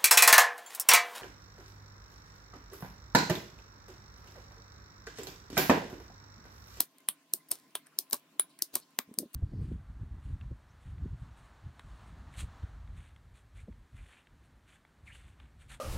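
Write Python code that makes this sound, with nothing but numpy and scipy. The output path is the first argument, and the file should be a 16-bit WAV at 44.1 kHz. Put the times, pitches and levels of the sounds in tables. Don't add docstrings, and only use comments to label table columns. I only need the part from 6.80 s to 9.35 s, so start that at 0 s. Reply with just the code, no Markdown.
import sys
import numpy as np
from scipy import signal
from scipy.fft import rfft, irfft
from scipy.io import wavfile
from scipy.ndimage import uniform_filter1d

SR = 44100
rng = np.random.default_rng(int(sys.argv[2]) if len(sys.argv) > 2 else 0)


def volts_from_db(level):
    exponent = np.asarray(level, float) / 20
    return 10 ** exponent


def generate_wav(signal):
    frames = np.transpose(np.atleast_2d(signal))
    scaled = np.clip(frames, -1, 1) * 32767
    pcm = np.round(scaled).astype(np.int16)
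    wavfile.write(sys.argv[1], SR, pcm)


N = 112454

# start in seconds, level in dB of the 10 kHz resonances,
# then shell, wall and edge resonances in dB relative to that level.
OPENS = [
    (0.537, -23.5, -24.5, -3.5, -1.5),
    (1.1885, -27.5, -17.5, 2, 3),
    (1.8227, -28, -27.5, 7, -2),
    (2.3875, -25.5, -18, -0.5, -1.5),
]
APART = 0.55


def evened(x):
    return x / np.sqrt(np.mean(x ** 2) + 1e-20)


def read(points, hz):
    f, value = np.transpose(points)
    return np.interp(np.log(hz + 1), np.log(f + 1), value)


def coloured(x, spectrum):
    gain = volts_from_db(read(spectrum, np.fft.rfftfreq(x.shape[1], 1 / SR)))
    return irfft(rfft(x) * gain, x.shape[1])


def resonate(x, hz, width):
    r = np.exp(-np.pi * width / SR)
    return signal.lfilter([1 - r * r, 0, r * r - 1], [2, -4 * r * np.cos(2 * np.pi * hz / SR), 2 * r * r], x)


def pair(length, share=APART):
    a, b = rng.standard_normal((2, length))
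    share = np.clip(share, 0, 1)
    return np.array([a, np.sqrt(1 - share ** 2) * a + share * b])


def hump(t, rise, fall):
    return np.exp(np.where(t < 0, t / rise, -t / fall))


def add(mix, s, sound):
    # time in seconds, left minus right level in dB.
    place = [(0, 0.5), (.29, 0.5), (.95, 0.5), (1.19, 2.5), (1.33, 0.5), (1.6, 0.5), (1.85, 0), (2.19, 2),
             (2.39, 2)]
    side = np.interp(s, *np.transpose(place)) / 2
    k = round(s * SR)
    sound = sound[:, max(-k, 0):] * volts_from_db(np.array([[side], [-side]]))
    part = mix[:, max(k, 0):][:, :sound.shape[1]]
    part += sound[:, :part.shape[1]]


def camera_floor():
    # frequency in Hz, hiss density in dB per Hz.
    hiss_spectrum = [(60, -49.5), (115, -29), (160, -7.5), (280, -4.5), (500, -13.5), (3000, -15),
                     (9000, -24), (16000, -25.5)]
    # motor resonance in Hz, width in Hz, level in dB.
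    hum = [(154.8, 32, -80.5), (279, 49, -74.5), (655.5, 46, -82), (1039, 63, -78)]
    # frequency in Hz, left-right likeness from -1 to 1.
    coherence = [(100, 0.91), (500, 0.91), (2400, 0.22), (15000, -0.15)]
    hiss_db = -67.5
    frames, hz = N // 128 + 5, np.fft.rfftfreq(512, 1 / SR)
    a, b, c, d, patches = rng.standard_normal((frames, 257, 5)).T
    patches = uniform_filter1d(patches, 10, 0)
    patches = evened(uniform_filter1d(patches, 20, 1))
    same = np.clip(read(coherence, hz), -1, 1)[:, None]
    left = a + 1j * b
    right = same * left + np.sqrt(1 - same ** 2) * (c + 1j * d)
    z = np.array([left, right]) * volts_from_db(2.6 * patches)
    noise = signal.istft(z, nperseg=512, noverlap=384)[1][:, :N]
    out = volts_from_db(hiss_db) * evened(coloured(noise, hiss_spectrum))
    motor = rng.standard_normal(N)
    for f, width, db in hum:
        out = out + volts_from_db(db) * evened(resonate(resonate(motor, f, width), f, width))
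    return out


def room(x):
    # frequency in Hz, 60 dB decay time in seconds.
    decay = [(300, 0.04), (1500, 0.16), (4500, 0.11), (12000, 0.1)]
    gap_s, bend = 0.0023, 1.08
    taps = rng.standard_normal((3, 2, 12000)) * (np.arange(12000) > gap_s * SR)
    hz, t, z = signal.stft(taps, SR, nperseg=128)
    fade = volts_from_db(-60 * (t / read(decay, hz)[:, None]) ** bend)
    tail = signal.istft(z * fade, SR, nperseg=128)[1]
    tail[:, 1] = 0.26 * tail[:, 0] + 0.98 * tail[:, 1]
    turn = np.arange(N) / SR * 11
    out = np.zeros((2, N))
    for k in range(3):
        response = tail[k] / np.linalg.norm(tail[k, 0])
        out += signal.fftconvolve(x * np.cos(turn + k * np.pi / 3), response, axes=1)[:, :N]
    return out


def finger_rubs():
    # centre time in seconds, level in dB, band centre in Hz, width in Hz.
    rubs = [(.205, -70, 2110, 120), (.605, -72, 2025, 119), (1.0, -66.5, 2080, 120),
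            (1.069, -66.5, 1366, 900), (1.13, -67.5, 1280, 500), (1.71, -70, 3940, 1467),
            (1.705, -69.5, 9700, 2000), (1.804, -61.5, 1800, 910), (2.026, -62, 4350, 1560)]
    length_s = 0.013
    out, t = np.zeros((2, N)), np.arange(-3000, 3000) / SR
    for s, db, hz, width in rubs:
        rub = evened(resonate(resonate(pair(len(t)), hz, width), hz, width))
        add(out, s + t[0], volts_from_db(db) * np.exp(-(t / length_s) ** 2) * rub)
    return out


def thump(out, s, db, hz, rise_s, t60, push):
    overtone, overtone_db, push_s = 1.777, -8.5, 0.00037
    t = np.arange(5000) / SR
    modes = np.sin(2 * np.pi * hz * t) + volts_from_db(overtone_db) * np.sin(2 * np.pi * overtone * hz * t)
    modes = volts_from_db(-60 * t / t60) * (1 - np.exp(-t / rise_s)) ** 2 * modes
    air = push * t / push_s * np.exp(-t / push_s) * [[0.55], [1]]
    part = out[:, round(s * SR):][:, :len(t)]
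    part += volts_from_db(db) * (modes + air)[:, :part.shape[1]]


def hand_thuds():
    # start in seconds, level in dB, pitch in Hz.
    thuds = [(.006, -32.5, 298), (.287, -43.5, 221), (.54, -40, 362), (0.714, -40.5, 350),
             (.954, -42.5, 409), (1.191, -43.5, 379), (1.333, -35, 260), (1.595, -37, 382),
             (1.824, -43.5, 341), (1.955, -36.5, 364), (2.188, -31, 241)]
    out = np.zeros((2, N))
    for s, db, hz in thuds:
        thump(out, s, db, hz, rise_s=0.00066, t60=0.039, push=volts_from_db(-2.5))
    return out


def table_knocks():
    # start in seconds, level in dB, pitch in Hz.
    knocks = [(2.276, -49, 168), (2.288, -42, 234), (2.312, -36.5, 232), (2.343, -54, 271),
              (2.379, -31, 217.5), (2.388, -35, 329), (2.399, -31, 275), (2.417, -34, 227),
              (2.424, -38, 297), (2.429, -29.5, 315), (2.443, -47, 250), (2.455, -38.5, 227)]
    out = np.zeros((2, N))
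    for s, db, hz in knocks:
        thump(out, s, db, hz, rise_s=0.0012, t60=0.044, push=0)
    return out


def wheel_and_flame():
    # peak time in seconds, level in dB, rise in seconds, fall in seconds.
    rasps = [(.005, -34, 0.0031, .012), (.714, -35.5, 0.003, 0.012), (1.33, -34.5, 0.0029, 0.013),
             (1.955, -35, 0.0029, 0.013), (1.941, -45, 0.0045, 0.0071), (1.969, -50, 0.0018, 0.0037),
             (2.546, -48.5, 0.0045, 0.033)]
    # peak time in seconds, level in dB.
    sputter = [(.73, -57.5), (1.97, -66)]
    # frequency in Hz, rasp density in dB per Hz.
    rasp_spectrum = [(180, -7), (300, 4), (425, 1), (2000, -15.5), (3760, -3.5), (9240, -7.5),
                     (16000, -9.5)]
    bursts = rasps + [(s, db, 0.004, 0.065) for s, db in sputter]
    out, t = np.zeros((2, N)), np.arange(-2000, 9000) / SR
    for s, db, rise, fall in bursts:
        grit = volts_from_db(2.5 * evened(uniform_filter1d(rng.standard_normal(len(t)), 60)))
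        rasp = evened(coloured(pair(len(t)) * grit, rasp_spectrum))
        add(out, s + t[0], volts_from_db(db) * hump(t, rise, fall) * rasp)
    return out


def lid_ring():
    # start in seconds, lid in dB, insert rattle in dB, rattle pitch in Hz, tank in dB.
    rings = [(0.2866, -35, -43.5, 3146, -53.5), (0.955, -48, -46.5, 3146, -51.5),
             (1.189, -61, -58.5, 3146, -73), (1.333, -61, -60, 3760, -41.5), (1.5963, -25, -49, 4020, -80),
             (1.821, -42, -68, 3146, -84), (1.957, -72.5, -71, 3600, -48.5), (2.188, -70, -60, 3530, -48.5)]
    # lid mode in Hz, level in dB.
    modes = [(9750, -9), (9845, -6), (9964, -3), (10100, -6), (10230, 0), (10310, -4)]
    # multiple of the rattle pitch, width in Hz, level in dB.
    rattle = [(1.001, 168, -3.5), (1.05, 1403, 0.62)]
    # frequency in Hz, width in Hz, level in dB.
    tank = [(1042, 200, 4.5), (595, 32, -3)]
    lid_t60, buzz_t60, rise_s = 0.075, 0.076, 0.00052
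    clap_hz, clap_db, clap_s = 10160, 14.5, 0.0029
    out, t = np.zeros((2, N)), np.arange(6000) / SR
    clap = np.exp(-(t / clap_s) ** 2)
    for s, db, rattle_db, rattle_hz, tank_db in rings:
        ring = volts_from_db(db + clap_db) * clap * np.sin(2 * np.pi * clap_hz * t)
        for f, g in modes:
            phase = rng.random((2, 1)) * [[0.15], [0.25]]
            ring = ring + volts_from_db(db + g - 60 * t / lid_t60) * np.sin(2 * np.pi * (f * t + phase)) * (1 - clap)
        insert = [(f * rattle_hz, width, g) for f, width, g in rattle]
        for level, group in ((rattle_db, insert), (tank_db, tank)):
            for f, width, g in group:
                buzz = evened(resonate(resonate(pair(len(t), 0.24), f, width), f, 2 * width))
                ring = ring + volts_from_db(level + g - 60 * t / buzz_t60) * buzz
        add(out, s, ring * np.minimum(t / rise_s, 1))
    return out


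def open_lid_hum():
    hz, under_click_db, t60, length_s = 9968, -38, 0.7, 0.105
    out, t = np.zeros((2, N)), np.arange(6000) / SR
    for s, db, *_ in OPENS[:-1]:
        tone = np.sin(2 * np.pi * (hz * t + rng.random((2, 1)) / 4))
        add(out, s, volts_from_db(db + under_click_db - 60 * t / t60) * tone * np.exp(-(t / length_s) ** 6))
    return out


def lid_snap():
    start_s, db, blow_hz, rebound_hz = 2.1894, -4, 12800, 500
    out, t = np.zeros((2, N)), np.arange(-100, 160) / SR

    def bell(hz, late_s):
        return hz / blow_hz * np.exp(-(np.pi * hz * (t - late_s)) ** 2)

    snap = 0.2 * bell(blow_hz, -0.00006) - bell(blow_hz, 0) + 0.62 * bell(rebound_hz, 0.00068)
    add(out, start_s + t[0], volts_from_db(db) * snap * np.ones((2, 1)))
    return out


def case_resonances(drive, group, widen):
    grip = 0.025
    out = 0
    for k, (f, width, db) in enumerate(group):
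        shift = 1 + grip * (1 - 2 * rng.random())
        mode = resonate(resonate(drive, f * shift, widen * width), f, 4.54 * width)
        out = out + (-1) ** k * volts_from_db(db) * evened(mode)
    return out


def contacts():
    # start in seconds, level in dB of the 10 kHz resonances,
    # then shell, wall and edge in dB relative to it.
    closes = [(.2859, -37.5, 6.5, -28, -10), (.2876, -24, -12.5, -10, -4), (.9522, -42.5, 9.5, -4.5, -16),
              (.9538, -32.5, -6.5, -5, 0.5), (.955, -45.5, 10.5, -13, -9), (1.595, -40.5, 9.5, -3.5, -19),
              (1.5964, -29.5, 1, -4.5, 1), (2.188, -43.5, 16, -6, 16)]
    stops = [(.0041, -31.5, 1.5, 8, -9), (.0053, -26.5, -20.5, -8.5, 1), (.0058, -26.5, -19.5, -7, 4.5),
             (.7129, -48, -22, -15, 18.5), (.7146, -31, -16, -6.5, -1), (.7165, -24.5, -14, -9, -6),
             (1.3297, -36.5, -6, -14, 13), (1.3307, -28.5, -5, -2, -7), (1.332, -28.5, -5, 3.5, -12),
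             (1.954, -28.5, -14.5, -9.5, -4), (1.9547, -27.5, -11.5, -6.5, 1.5),
             (1.9562, -28.5, -5, -5.5, -8)]
    # start in
    # seconds, level in dB, then wall and edge in dB relative to it.
    teeth = [(.5362, -45.5, -1.5, 10.5), (.6873, -56.5, -6, -13), (.6912, -68, 2, 15), (.7066, -57, -6, 9),
             (.7554, -50.5, -0.5, -9), (1.1879, -47, 21.5, -10), (1.3002, -68, -5, 22),
             (1.3108, -49, 6.5, 4.5), (1.324, -59.5, 2, 16), (1.3436, -35.5, -16.5, 1),
             (1.3675, -50.5, -2, -9), (1.8214, -37, -2, 9), (1.9412, -52, -8, 7),
             (1.9687, -44.5, -11, -9.5), (2.5325, -58, -17.5, -8), (2.537, -69, -1, 11),
             (2.5425, -47, -12, 2), (2.5469, -41.5, 2, 4)]
    ticks = [(.0535, -61, -12, -4), (.184, -58.5, 0, -3), (.2048, -64.5, -4, -4), (.7696, -69, -6, -8),
             (.7791, -70, -12, -6), (.7878, -61.5, -4, -2), (.7992, -64.5, 3, -2), (.908, -70.5, 3, -11),
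             (1.064, -62, -6, -11), (1.0692, -54, -6, -12), (1.397, -70, 5, 7), (1.7901, -49.5, -0.5, -3),
             (2.0001, -54.5, -12, -9), (2.107, -69.5, -17, -8), (2.3403, -52, -5.5, -9.5)]
    # frequency in Hz, width in Hz, level in dB.
    shell_modes = [(633, 654, -2), (1098, 240, -2), (1696, 1030, -8)]
    wall_modes = [(4045, 1600, -6), (4820, 1400, 4), (6680, 1860, -6.5)]
    core_modes = [(7930, 1020, -4), (9250, 600, 5.5), (10380, 680, -4.5), (11420, 480, 1)]
    edge_modes = [(12730, 1100, -14.5), (13800, 850, 8), (16550, 1100, -9.5)]
    # frequency in Hz, width in Hz, level in dB.
    shut_wall_modes = [(3146, 480, 3), (3900, 450, -1), (2552, 1200, -8.5), (5900, 3800, 3.5)]
    light_shell_db = -5
    lead_s, lead_db = 0.0024, -26
    # rows, chatter rise and fall in seconds, clean blow over chatter in dB, wall.
    kinds = (
        (OPENS, 0.00036, 0.00058, 13.1, wall_modes),
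        (closes, 0.00013, 0.00045, 9.5, shut_wall_modes),
        (stops, 0.00028, 0.00025, 15.2, wall_modes),
        (teeth, 0.00045, 0.00032, 7.6, wall_modes),
        (ticks, 0.00067, 0.00091, 3, wall_modes),
    )
    out, spread, t = np.zeros((2, N)), np.zeros((2, N)), np.arange(-500, 700) / SR
    for rows, rise, fall, blow_db, walls in kinds:
        envelope = hump(t, rise, fall) + volts_from_db(lead_db) * hump(t, lead_s, fall)
        blow = volts_from_db(blow_db) * (t == 0)
        for s, db, *shell, wall, edge in rows:
            shell_db = shell[0] if shell else light_shell_db
            groups = ((shell_modes, shell_db, 0.2), (walls, wall, APART), (core_modes, 0, APART),
                      (edge_modes, edge, 1))
            for group, relative_db, share in groups:
                gain = volts_from_db(db + relative_db - 16.5)
                direct = pair(len(t), share) * envelope + blow
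                add(out, s + t[0], gain * case_resonances(direct, group, 1))
                click = (t == t[rng.integers(500, 560)]) * np.ones((2, 1))
                add(spread, s + t[0], gain * case_resonances(click, group, 1.8))
    return out, spread


def scene():
    lag_s, room_db = 0.000025, -14.5
    snaps, spread = contacts()
    rasp = wheel_and_flame() + finger_rubs()
    ring = lid_ring() + open_lid_hum() + lid_snap()
    near = snaps + rasp + ring
    delay = np.exp(-2j * np.pi * np.fft.rfftfreq(N, 1 / SR) * [[0], [lag_s]])
    near = irfft(rfft(near) * delay, N)
    echo = volts_from_db(room_db) * room(spread + rasp + 0.5 * ring)
    return near + hand_thuds() + table_knocks() + echo + camera_floor()


def band_limit(x):
    return signal.sosfilt(signal.butter(12, 16960, fs=SR, output="sos"), x)


def record(dry):
    dry = signal.lfilter(*signal.butter(N=1, Wn=60, btype="high", fs=SR), dry)
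    lowpass = signal.firwin(numtaps=101, cutoff=16250, fs=SR)[None]
    mix = signal.oaconvolve(dry, lowpass, "same")
    return band_limit(mix)


dry = scene()
out = record(dry)
generate_wav(out)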